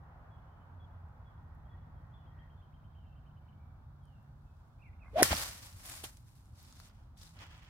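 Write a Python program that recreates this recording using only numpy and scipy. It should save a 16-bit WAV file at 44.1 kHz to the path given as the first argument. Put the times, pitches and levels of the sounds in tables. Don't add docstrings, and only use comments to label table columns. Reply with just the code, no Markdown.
import sys
import numpy as np
from scipy import signal
from scipy.fft import rfft, irfft, next_fast_len
from scipy.io import wavfile
from scipy.ndimage import uniform_filter1d

SR = 44100
rng = np.random.default_rng(int(sys.argv[2]) if len(sys.argv) > 2 else 0)


def elevation(decibels):
    levels = np.asarray(decibels, float)
    return 10 ** (levels / 20)


def dump_mix(stems):
    frames = np.atleast_2d(stems).T
    limited = np.clip(frames, -1, 1)
    pcm = np.round(limited * 32767).astype(np.int16)
    wavfile.write(sys.argv[1], SR, pcm)


N = 339129

# time_s, level_db
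TRAFFIC = [(0, -62), (1.2, -65), (2.2, -66), (2.9, -69), (3.7, -68.5), (4.6, -71), (5.2, -69), (6.2, -75.5),
           (7.0, -70.5), (7.69, -77)]
# time_s, level_db
RUMBLE_SWELL = [(0, -2.5), (1.0, -0.5), (1.7, 1), (2.6, 0), (3.7, 0), (4.3, -2), (4.7, -2.5), (5.2, 3.5),
                (5.75, -1.5), (6.4, -1.5), (7.0, -0.5), (7.69, -3.5)]
# frequency_hz, density_db
RUMBLE_COLOUR = [(12, -46), (20, -14.5), (34, -3), (83, 1.5), (113, -2), (152, -12.5), (184, -14.5),
                 (259, -19), (294, -25), (338, -27), (420, -37.5), (550, -60.5), (920, -120)]
WASH_COLOUR = [(180, -42), (300, -11), (405, -9), (828, 0.5), (1510, -6), (1920, -17), (2400, -21.5),
               (3410, -28.5), (3770, -43), (6000, -47), (7800, -68.5), (13200, -120)]
HISS_COLOUR = [(2120, -21.5), (3600, -3), (3670, -5), (7660, -15.5), (10800, -16.5), (15100, -11.5),
               (16000, -13)]
# frequency_hz, likeness (-1 to 1)
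LIKENESS = [(60, 0.99), (150, 0.92), (380, 0.71), (950, 0.38), (2380, -0.35), (5980, -0.2), (15000, 0.044)]
# time_s, firing_hz, level_db
ENGINES = [
    [(0, 154, -62.5), (1.2, 156, -62.5), (2.4, 151, -59), (2.65, 146.3, -59.5), (4.3, 139.5, -59.5),
     (4.6, 140.6, -63), (5.1, 133, -70), (5.4, 134, -89)],
    [(.55, 86, -78), (.75, 85.2, -50), (1.4, 85.87, -61), (1.6, 79, -58), (2.3, 76.1, -55.5),
     (2.55, 73.3, -77)],
    [(7.1, 166, -88.5), (7.25, 163.4, -60.5), (7.69, 154, -65.5)],
]
# time_s, level_db
WHINE = [(0, -80), (.6, -86), (1.2, -85), (1.7, -78), (2.3, -82.5), (2.44, -71.5), (2.55, -87), (2.8, -110)]

# time_s, pitch_hz, level_db
NEAR_BIRD = [
    [(4.787, 2200, -81.5), (4.8, 2610, -76.5), (4.812, 2350, -72.5), (4.828, 2800, -64.5),
     (4.84, 2210, -69), (4.85, 2460, -66), (4.862, 2214, -66.5), (4.89, 2010, -70.5), (4.905, 1880, -83.5)],
    [(4.998, 2795, -82.5), (5.012, 2620, -70.5), (5.03, 2450, -61.5), (5.046, 1990, -75),
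     (5.054, 1950, -77.5), (5.064, 2080, -60.5), (5.078, 2170, -65.5), (5.09, 2100, -73),
     (5.098, 1980, -79)],
]
# start_s, level_db, pitch_hz
CHIPS = [
    (.305, -77, 3410),
    (.797, -73.5, 3410),
    (1.255, -75, 3410),
    (1.694, -75, 3430),
    (2.137, -69, 3490),
    (2.572, -78, 3500),
]
# start_s, length_s, start_hz, end_hz, level_db
SLURS = [(.37, .10, 3000, 2960, -88), (.47, .2, 3130, 3020, -86), (1.65, .03, 3240, 3220, -82),
         (1.96, .04, 3240, 3260, -83), (2.92, .19, 3370, 2660, -81), (2.98, .18, 3250, 2680, -86),
         (3.10, .11, 2660, 2760, -84), (3.42, .2, 2310, 2260, -86), (3.60, .05, 2400, 2300, -80),
         (3.65, .09, 2310, 2270, -85), (4.008, .19, 3400, 2670, -82), (4.05, .15, 3280, 2680, -83),
         (4.18, .08, 2680, 2750, -88), (4.46, .09, 2620, 2580, -87)]
# top_s, peak_db
TRILL = [(2.122, -77), (2.2667, -72.5), (2.39, -69.5), (2.5033, -71.5), (2.6233, -71.5), (2.7392, -71.5),
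         (2.844, -72.5), (2.9542, -71.5), (3.063, -72.5), (3.162, -72.5), (3.264, -71), (3.3715, -72.5),
         (3.486, -70)]

# time_s, level_db
FLUTTER = [(4.99, -85), (5.035, -71), (5.06, -67), (5.095, -66), (5.11, -75), (5.14, -77), (5.16, -95)]
# start_s, length_s, start_hz, end_hz, level_db
VORTICES = [
    (5.128, .022, 440, 500, -53),
    (5.140, .020, 500, 590, -43),
    (5.154, .026, 590, 680, -25),
    (5.1785, .013, 640, 720, -24),
    (5.1905, .021, 750, 725, -22.5),
    (5.2122, .0090, 700, 690, -20),
    (5.2190, .005, 520, 450, -30),
]
# time_s, level_db
SWISH = [(5.10, -90), (5.135, -69), (5.156, -57), (5.172, -42), (5.192, -33), (5.21, -33), (5.2165, -36),
         (5.2185, -58), (5.2225, -52), (5.228, -50), (5.24, -65)]
# frequency_hz, density_db
SWISH_COLOUR = [(60, -30), (120, -17), (300, -5), (700, -9), (1300, -12), (2200, -14), (3600, -20),
                (5700, -27), (8000, -35), (10500, -33), (16000, -38.5)]
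# centre_s, level_db, pitch_hz, length_cycles, sign
PUSHES = [(5.2249, -10.5, 400, 1.0, 1), (5.2275, -25, 220, .9, 1), (5.2255, -24, 1900, 2.0, 1),
          (5.2205, -33, 2000, 7, 1), (5.2170, -36, 2300, 5, 1), (5.2258, -24, 900, 1.0, -1),
          (5.2400, -36, 150, 1.5, 1), (5.2520, -38, 160, 1.5, -1), (5.3195, -29, 72, 1.7, -1),
          (5.3193, -27, 230, .8, -1), (5.3181, -25, 900, 1.0, -1), (5.3090, -30, 600, 1.3, -1),
          (5.3304, -23, 720, 2.6, -1), (5.3343, -32, 800, 1.5, 1), (5.3550, -39, 110, 1.2, 1),
          (5.3120, -40, 150, 1.5, 1), (5.3420, -35, 210, 1.5, 1), (6.0405, -40, 400, 1.4, 1),
          (6.0415, -45, 750, 2.0, 1), (6.7270, -58, 1200, 2.5, 1), (6.8010, -48, 1250, 1.6, 1),
          (6.9000, -60, 1400, 2.5, 1)]
# pitch_hz, level_db, t60_s
HEAD = [(1950, -3.5, .005), (2900, -8, .004), (4300, -13, .006), (5440, -9, .014), (6750, -2, .009),
        (7900, -9, .004), (9220, -10, .004), (10400, -6, .009), (11000, -9, .006), (12300, -15, .005),
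        (13600, -11, .006)]

# frequency_hz, density_db
RUSTLE_DULL = [(180, -40), (300, -5.5), (414, -14.5), (544, -7), (986, -4), (1600, -4.5), (2400, -5),
               (3300, -6.5), (5250, -30), (9830, -32.5), (10800, -40), (14000, -28)]
RUSTLE_BRIGHT = [(2060, -55.5), (3500, 6.5), (3970, 7.5), (5060, 7), (7950, 3.5), (9320, 2), (15100, -4),
                 (16000, -15.5)]
# top_s, level_db, rise_s, hold_s, t60_s
SLEEVES = (-4.5, 0, 0), [(4.05, -95.5, .2, 0.19, 3.5), (4.6, -91, 0.61, 0.073, 2.6),
           (5.2, -91.5, 0.38, .02, .05)]
NET = (-5.5, 2.3, -0.3), [(5.2315, -35, 0.001, 0.0088, 0.049), (5.242, -41, 0.0046, 0.015, 0.35),
       (5.378, -43.5, 0.13, 0.034, 0.57), (5.646, -60.5, 0.17, 0.018, 0.41)]
BALL_IN_NET = (1.5, -17.5, -.5), [(5.316, -39.5, .03, 0.0051, 0.15)]
SHEET = (-5, 5.2, -0.5), [(5.896, -54, 0.18, 0.044, 0.64), (6.04, -49.5, 0.0081, 0, 0.2),
         (6.17, -78.5, 0.0077, 0.0041, 0.067), (6.28, -75, 0.04, 0, 0.41), (6.352, -78, 0.064, 0.012, 1.15),
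         (6.48, -90, 0.084, 0.095, 0.69)]
GRIT = (-8, -0.92, -0.59), [(6.58, -68, 0.061, 0.299, 0.13), (6.63, -85, .06, 0.022, .4),
        (6.8, -68, 0.0034, 0.011, 0.17), (6.93, -85, 0.045, 0.08, 0.53)]
GRAVEL = (-9.5, -3.1, 0.6), [(7.175, -67, 0.013, 0.032, 0.24), (7.222, -61, 0.044, 0.004, 0.24),
          (7.268, -65.5, 0.045, 0, .45)]
SCUFF = (1.86, -34, -1), [(6.74, -90.5, .04, 0.023, 0.42), (6.89, -78.5, 0.056, 0.012, 0.18),
         (6.97, -87, 0.12, 0.048, 0.68), (7.37, -73.5, 0.021, 0.04, 0.32), (7.405, -63, 0.06, 0.021, 0.47),
         (7.515, -67.5, 0.053, 0.013, 0.77), (7.68, -70.5, 0.17, .02, .5)]

# start_s, peak_db, left_right_db, pitch_hz, t60_s
SNAPS = [(5.3178, -37, -0.5, 1700, 0.012), (5.3191, -21, -4, 4600, 0.012), (5.3290, -21, -7, 4370, 0.015),
         (5.3497, -21.5, -4, 5450, 0.02), (5.863, -34, -3, 10000, 0.012), (5.8993, -39, -2, 2500, 0.028),
         (5.897, -35.5, -7, 9290, 0.026), (6.0377, -36, 5, 10100, 0.032), (6.04, -37.5, -19, 2920, 0.049),
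         (6.0564, -47, 4.5, 5230, 0.012), (6.1709, -45, -10, 6200, 0.013), (6.1712, -51, -2, 10240, 0.012),
         (6.4565, -54, 0, 7660, 0.012), (6.559, -58, 1.5, 4490, 0.011), (6.6288, -45.5, 7, 12700, 0.0056),
         (6.627, -57, -4, 4120, 0.012), (6.657, -49, 0, 4660, 0.012), (6.7255, -40, -1, 6550, 0.0048),
         (6.7544, -55, -7, 4570, 0.012), (6.7715, -48, -1, 5180, 0.012), (6.8008, -36, 15, 4000, 0.006),
         (6.897, -49.5, -1, 4650, 0.013), (7.172, -55, -7, 3510, 0.012), (7.177, -56, 5, 9600, 0.011),
         (7.187, -49, 0.5, 5180, 0.02), (7.2124, -44, -4, 5100, 0.05), (7.274, -52, -13, 4020, 0.014),
         (7.39, -46.5, -9, 4800, 0.023), (7.378, -57.5, -1.5, 2190, 0.012), (7.466, -49, -6, 6500, 0.01),
         (7.506, -61, -3.5, 2120, 0.012), (7.58, -58, -9, 7500, 0.0096), (7.633, -47, -7, 2340, 0.018),
         (7.648, -47.5, -4, 2980, 0.018)]
# start_s, peak_db, left_right_db, pitch_hz, t60_s
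MAT_GRIT = [
    (5.2238, -30, 0, 13000, .010),
    (5.2243, -27, -3, 3300, .008),
    (5.2248, -20, 0, 9500, .008),
    (5.2258, -26, 0, 5800, .005),
    (5.2261, -24, -2, 9500, .004),
]
# start_s, peak_db, left_right_db, pitch_hz, t60_s
CLOTH_TICKS = [
    (1.0854, -75, 1.0, 8820, 0.015),
    (1.5494, -71, 0.0, 12100, 0.015),
    (4.0372, -72, -2.0, 10100, 0.017),
    (4.0544, -61, -1.6, 9240, 0.013),
    (4.2274, -70, -0.15, 13100, 0.014),
    (4.8784, -74, 1, 10610, 0.02),
]
# start_s, peak_db, left_right_db, pitch_hz, t60_s
SETTLING = [(5.368, -20, -4, 4800, .015), (5.4555, -38, 0, 5500, .012), (5.557, -44, -1, 1490, .008),
            (5.596, -44, 0, 5000, .01), (5.728, -38.5, -1, 6730, 0.0088), (5.813, -50, -2, 5260, 0.013),
            (7.1573, -63, 2, 1092, 0.013), (7.3584, -46, -2, 1015, .015), (7.403, -48, -5, 1290, .02),
            (7.465, -49, -5, 1020, .02), (7.512, -50, -7, 1520, .015), (7.5704, -49.5, -3, 1334, 0.014)]

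# centre_hz, width_hz, lift_db
PORTS = [(2700, 100, -1), (3420, 240, 2), (5100, 230, 1), (9670, 300, 3)]
# frequency_hz, left_right_db
SHADING = [(1200, 0), (2000, -1.5), (3000, -5), (4300, -4), (5500, 1), (7500, 3), (13000, 3.5)]

STRIKE_S, STRIKE_DB, STRIKE_LAG = 5.2299, -6, 4.0
HEAD_LAG, NET_LAG = 6, -5


def rms_one(x):
    return x / np.sqrt(np.mean(x ** 2) + 1e-20)


def in_time(rows):
    s, *columns = np.transpose(rows)
    return [np.interp(np.arange(N) / SR, s, c) for c in columns]


def at_hz(points, hz):
    table_hz, values = np.array(points)[:, :2].T
    return np.interp(np.log(hz), np.log(table_hz), values)


def drift(rate):
    r = np.exp(-40 * np.pi * rate / SR)
    white = rng.standard_normal(N // 20 + 4002)
    slow = signal.lfilter([1], [1, -2 * r, r * r], white)[4000:]
    return np.interp(np.arange(N) / 20, np.arange(len(slow)), rms_one(slow))


def stereo_noise():
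    return rng.standard_normal((2, N))


def filtered(x, order, hz, kind):
    return signal.sosfilt(signal.butter(order, hz, kind, fs=SR, output="sos"), x)


def ring(clicks, hz, t60):
    r = elevation(-60 / (t60 * SR))
    w = 2 * np.pi * min(hz, .45 * SR) / SR
    return signal.lfilter([0, np.sin(w)], [1, -2 * r * np.cos(w), r * r], clicks)


def add(out, s, sound):
    i = round(s * SR)
    out[..., i:i + sound.shape[-1]] += sound[..., :N - i]


def coloured(white, spectrum):
    size = next_fast_len(white.shape[1])
    hz = np.maximum(np.arange(size // 2 + 1) * SR / size, 1)
    alike = np.clip(at_hz(LIKENESS, hz), -1, 1)
    mid, side = rfft(white, size) * elevation(at_hz(spectrum, hz)) * np.sqrt([1 + alike, 1 - alike])
    return rms_one(irfft(np.array([mid + side, mid - side]), size)[:, :white.shape[1]])


def sine(hz):
    return np.sin(2 * np.pi * np.cumsum(hz) / SR)


def whistle(length, start_hz, end_hz, arch_hz=0, edge=0.17):
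    u = np.linspace(0, 1, round(length * SR))
    hz = start_hz + (end_hz - start_hz) * u + 4 * arch_hz * u * (1 - u)
    return sine(hz) * signal.windows.tukey(len(u), np.clip(edge, 0, 1))


def trees(x, t60, cut_hz):
    t = np.arange(round(1.0 * SR)) / SR
    tail = rng.standard_normal((2, len(t))) * elevation(-60 * t / t60) * np.minimum(t / 0.0026, 1)
    tail = filtered(tail, 1, [250, cut_hz], "band")
    return signal.oaconvolve(x[None], tail / np.sqrt(np.sum(tail ** 2) / 2), axes=1)[:, :N]


def ports(x):
    size = next_fast_len(N)
    hz = np.arange(1, size // 2 + 2) * SR / size
    lift_db = sum(db * np.exp(-.5 * ((hz - centre_hz) / width_hz) ** 2) for centre_hz, width_hz, db in PORTS)
    sides_db = at_hz(SHADING, hz) * [[.5], [-.5]]
    return irfft(rfft(x, size) * elevation(lift_db + sides_db), size)[:, :N]


def rumble(change_db):
    level_db = -53 + 0.078 * change_db + in_time(RUMBLE_SWELL)[0] + 1.3 * drift(14.0)
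    return elevation(level_db) * coloured(stereo_noise(), RUMBLE_COLOUR)


def tyre_wash(wash_db, change_db):
    wash = coloured(stereo_noise(), WASH_COLOUR)
    top = filtered(wash, 2, 1500, "high")
    top_gain = elevation(-1 - 0.1 * change_db)
    return elevation(wash_db + 0.55 * drift(8.9)) * (wash + (top_gain - 1) * top)


def engines():
    out = np.zeros(N)
    for rows in ENGINES:
        hz, db = in_time(rows)
        out += elevation(db + 0.69 * drift(3.8)) * sine(hz + .6 * drift(2.8))
    return out


def background():
    wash_db, = in_time(TRAFFIC)
    change_db = wash_db - wash_db.mean()
    traffic = rumble(change_db) + tyre_wash(wash_db, change_db) + engines()
    hiss = elevation(-85) * coloured(stereo_noise(), HISS_COLOUR)
    return traffic * elevation([[-.4], [.4]]) + hiss


def whine():
    noise = rms_one(ring(stereo_noise(), 1880, .029))
    return elevation(in_time(WHINE)[0] + 1.4 * drift(4.6)) * noise


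def near_bird():
    out, t = np.zeros(N), np.arange(N) / SR
    for call in NEAR_BIRD:
        hz, db = uniform_filter1d(in_time(call), size=200)
        out += elevation(db) * sine(hz) * (t > call[0][0]) * (t < call[-1][0])
    return out


def far_birds():
    out = np.zeros(N)
    notes = [(s, .045, hz, hz - 90, db) for s, db, hz in CHIPS]
    notes += [(s + .035, .06, 3330, 2900, db - 13) for s, db, hz in CHIPS]
    for s, length, start_hz, end_hz, db in notes + SLURS:
        note = whistle(length, start_hz, end_hz, .17 * (end_hz - start_hz))
        add(out, s, elevation(db + np.linspace(0, -2, len(note))) * note)
    return out * (.95 + .2 * drift(70))


def flick(top_hz, hold):
    t = np.arange(-.035 * SR, (hold + .01) * SR) / SR
    held = np.maximum(t, 0) / hold
    up = uniform_filter1d(np.clip(1 + t / .021, 0, 1) ** 1.3, size=200)
    hz = top_hz * (.6 + .4 * up) - 70 * held ** 2
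    level = elevation(-10 * (1 - up ** 2) - 4 * held)
    fade = np.clip((t + .03) / .012, 0, 1) * signal.windows.tukey(len(t), .25)
    return level * fade * sine(hz)


def trill():
    out = np.zeros(N)
    for s, db in TRILL:
        elapsed = s - TRILL[0][0]
        note = flick(3275 - 150 * elapsed, .028 - .014 * elapsed)
        add(out, s - .033, elevation(db - 3) * note)
    return out


def birds():
    near, far, flicks = near_bird(), far_birds(), trill()
    wall_echo = elevation(-15) * np.roll(flicks, round(.042 * SR))
    direct = near * elevation([[-3], [3]]) + (elevation(-1.5) * far + flicks + wall_echo) * elevation([[-1], [1]])
    blur = .75 + .4 * drift(60)
    haze = trees(elevation(-3) * near + elevation(-3) * far, t60=.65, cut_hz=6000)
    haze = haze + trees(elevation(-3.5) * flicks, t60=.4, cut_hz=6000)
    return direct + blur * haze


def strokes(rows):
    t, power = np.arange(0, N + 16, 16) / SR, 0
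    for s, db, rise, hold, t60 in rows:
        rise_db = 20.5 * np.maximum(s - t, 0) / max(rise, .001)
        decay_db = 60 * np.maximum(t - s - hold, 0) / max(t60, .01)
        power = power + elevation(2 * (db - rise_db - decay_db))
    return np.interp(np.arange(N) / SR, t, power)


def rustle():
    dull_power = low_power = high_power = 0
    for (dull_db, crisp_db, pan_db), rows in (SLEEVES, NET, BALL_IN_NET, SHEET, GRIT, GRAVEL, SCUFF):
        power = strokes(rows) * elevation([[pan_db], [-pan_db]])
        dull_power = dull_power + elevation(2 * dull_db) * power
        low_power = low_power + power
        high_power = high_power + elevation(2 * crisp_db) * power
    grains = stereo_noise() * elevation(2.3 * np.minimum(rng.exponential(1, N), 5))
    clumps = elevation(1.2 * drift(40) + 1.3 * drift(300))
    dull = elevation(5.5) * np.sqrt(dull_power) * coloured(grains, RUSTLE_DULL)
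    bright = coloured(grains[::-1], RUSTLE_BRIGHT)
    below = signal.sosfiltfilt(signal.butter(2, 7500, fs=SR, output="sos"), bright)
    crisp = np.sqrt(low_power) * below + np.sqrt(high_power) * (bright - below)
    return clumps * (dull + elevation(2.5) * crisp)


def snaps():
    out, t = np.zeros((2, N)), np.arange(round(.06 * SR)) / SR
    for s, db, pan_db, hz, t60 in SNAPS + MAT_GRIT + CLOTH_TICKS + SETTLING:
        burst = np.diff(rng.standard_normal((2, len(t) + 1))) * elevation(-60 * t / max(t60, .002))
        burst[:, 0] += 1.5
        body = ring(burst.mean(axis=0), hz, 9 / hz)
        add(out, s, elevation(db - 3.0) * (0.18 * burst + 0.37 * body) * elevation([[pan_db / 2], [-pan_db / 2]]))
    return out


def pushes():
    out, t = np.zeros((2, N)), np.arange(-2000, 2000) / SR
    for s, db, hz, cycles, sign in PUSHES:
        bell = np.exp(-(2 * t * hz / cycles) ** 2)
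        push = sign * elevation(db) * np.cos(2 * np.pi * hz * t) * bell
        lag = HEAD_LAG if s < STRIKE_S else NET_LAG
        add(out, s + t[0], np.array([np.roll(push, lag), push]))
    return out


def flutter():
    throb = .5 + .5 * np.cos(2 * np.pi * 85 * np.arange(N) / SR)
    dull = filtered(rng.standard_normal(N), 4, [600, 1500], "band")
    return elevation(in_time(FLUTTER)[0]) * rms_one(throb * dull)


def swing():
    tone = np.zeros(N)
    for s, length, start_hz, end_hz, db in VORTICES:
        add(tone, s, elevation(db) * whistle(length, start_hz, end_hz, edge=.65))
    sides = np.array([np.roll(tone, HEAD_LAG), tone]) * elevation([[.5], [-.5]])
    air = elevation(in_time(SWISH)[0]) * (np.arange(N) < SWISH[-1][0] * SR)
    return sides + air * coloured(stereo_noise(), SWISH_COLOUR)


def strike():
    t = np.arange(round(.08 * SR)) / SR
    chatter = .2 * rng.standard_normal((2, len(t))) * elevation(-60 * t / .024) * (t > .0005)
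    force = .3 * chatter
    force[:, [0, 12]] += [.25, -.85]
    i = np.arange(len(t))
    force[0] = np.interp(i - STRIKE_LAG, i, force[0], left=0)
    modes = sum(elevation(db) * ring(force, hz, t60) for hz, db, t60 in HEAD)
    click = .45 * (force - 1.5 * np.roll(force, 3))
    out, blow = np.zeros((2, N)), np.zeros(N)
    add(out, STRIKE_S - .0003, elevation(STRIKE_DB) * (modes + click + chatter))
    out = filtered(out, 2, 1000, "high")
    out[0] -= 0.42 * filtered(out[0], 1, [2000, 4200], "band")
    add(blow, STRIKE_S, elevation(STRIKE_DB) * force[1])
    return out + elevation(6.5) * trees(blow, t60=0.84, cut_hz=9700)


def scene():
    near = ports(rustle() + snaps() + swing())
    return background() + whine() + birds() + near + pushes() + flutter() + strike()


def top_cut(x):
    return signal.sosfilt(signal.butter(12, 16970, fs=SR, output="sos"), x)


def record(dry):
    low_pass = signal.cheby2(12, 60, 1.06 * 15900, fs=SR, output="sos")
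    mix = filtered(signal.sosfilt(low_pass, dry), 2, 36, "high")
    return top_cut(mix)


dry = scene()
out = record(dry)
dump_mix(out)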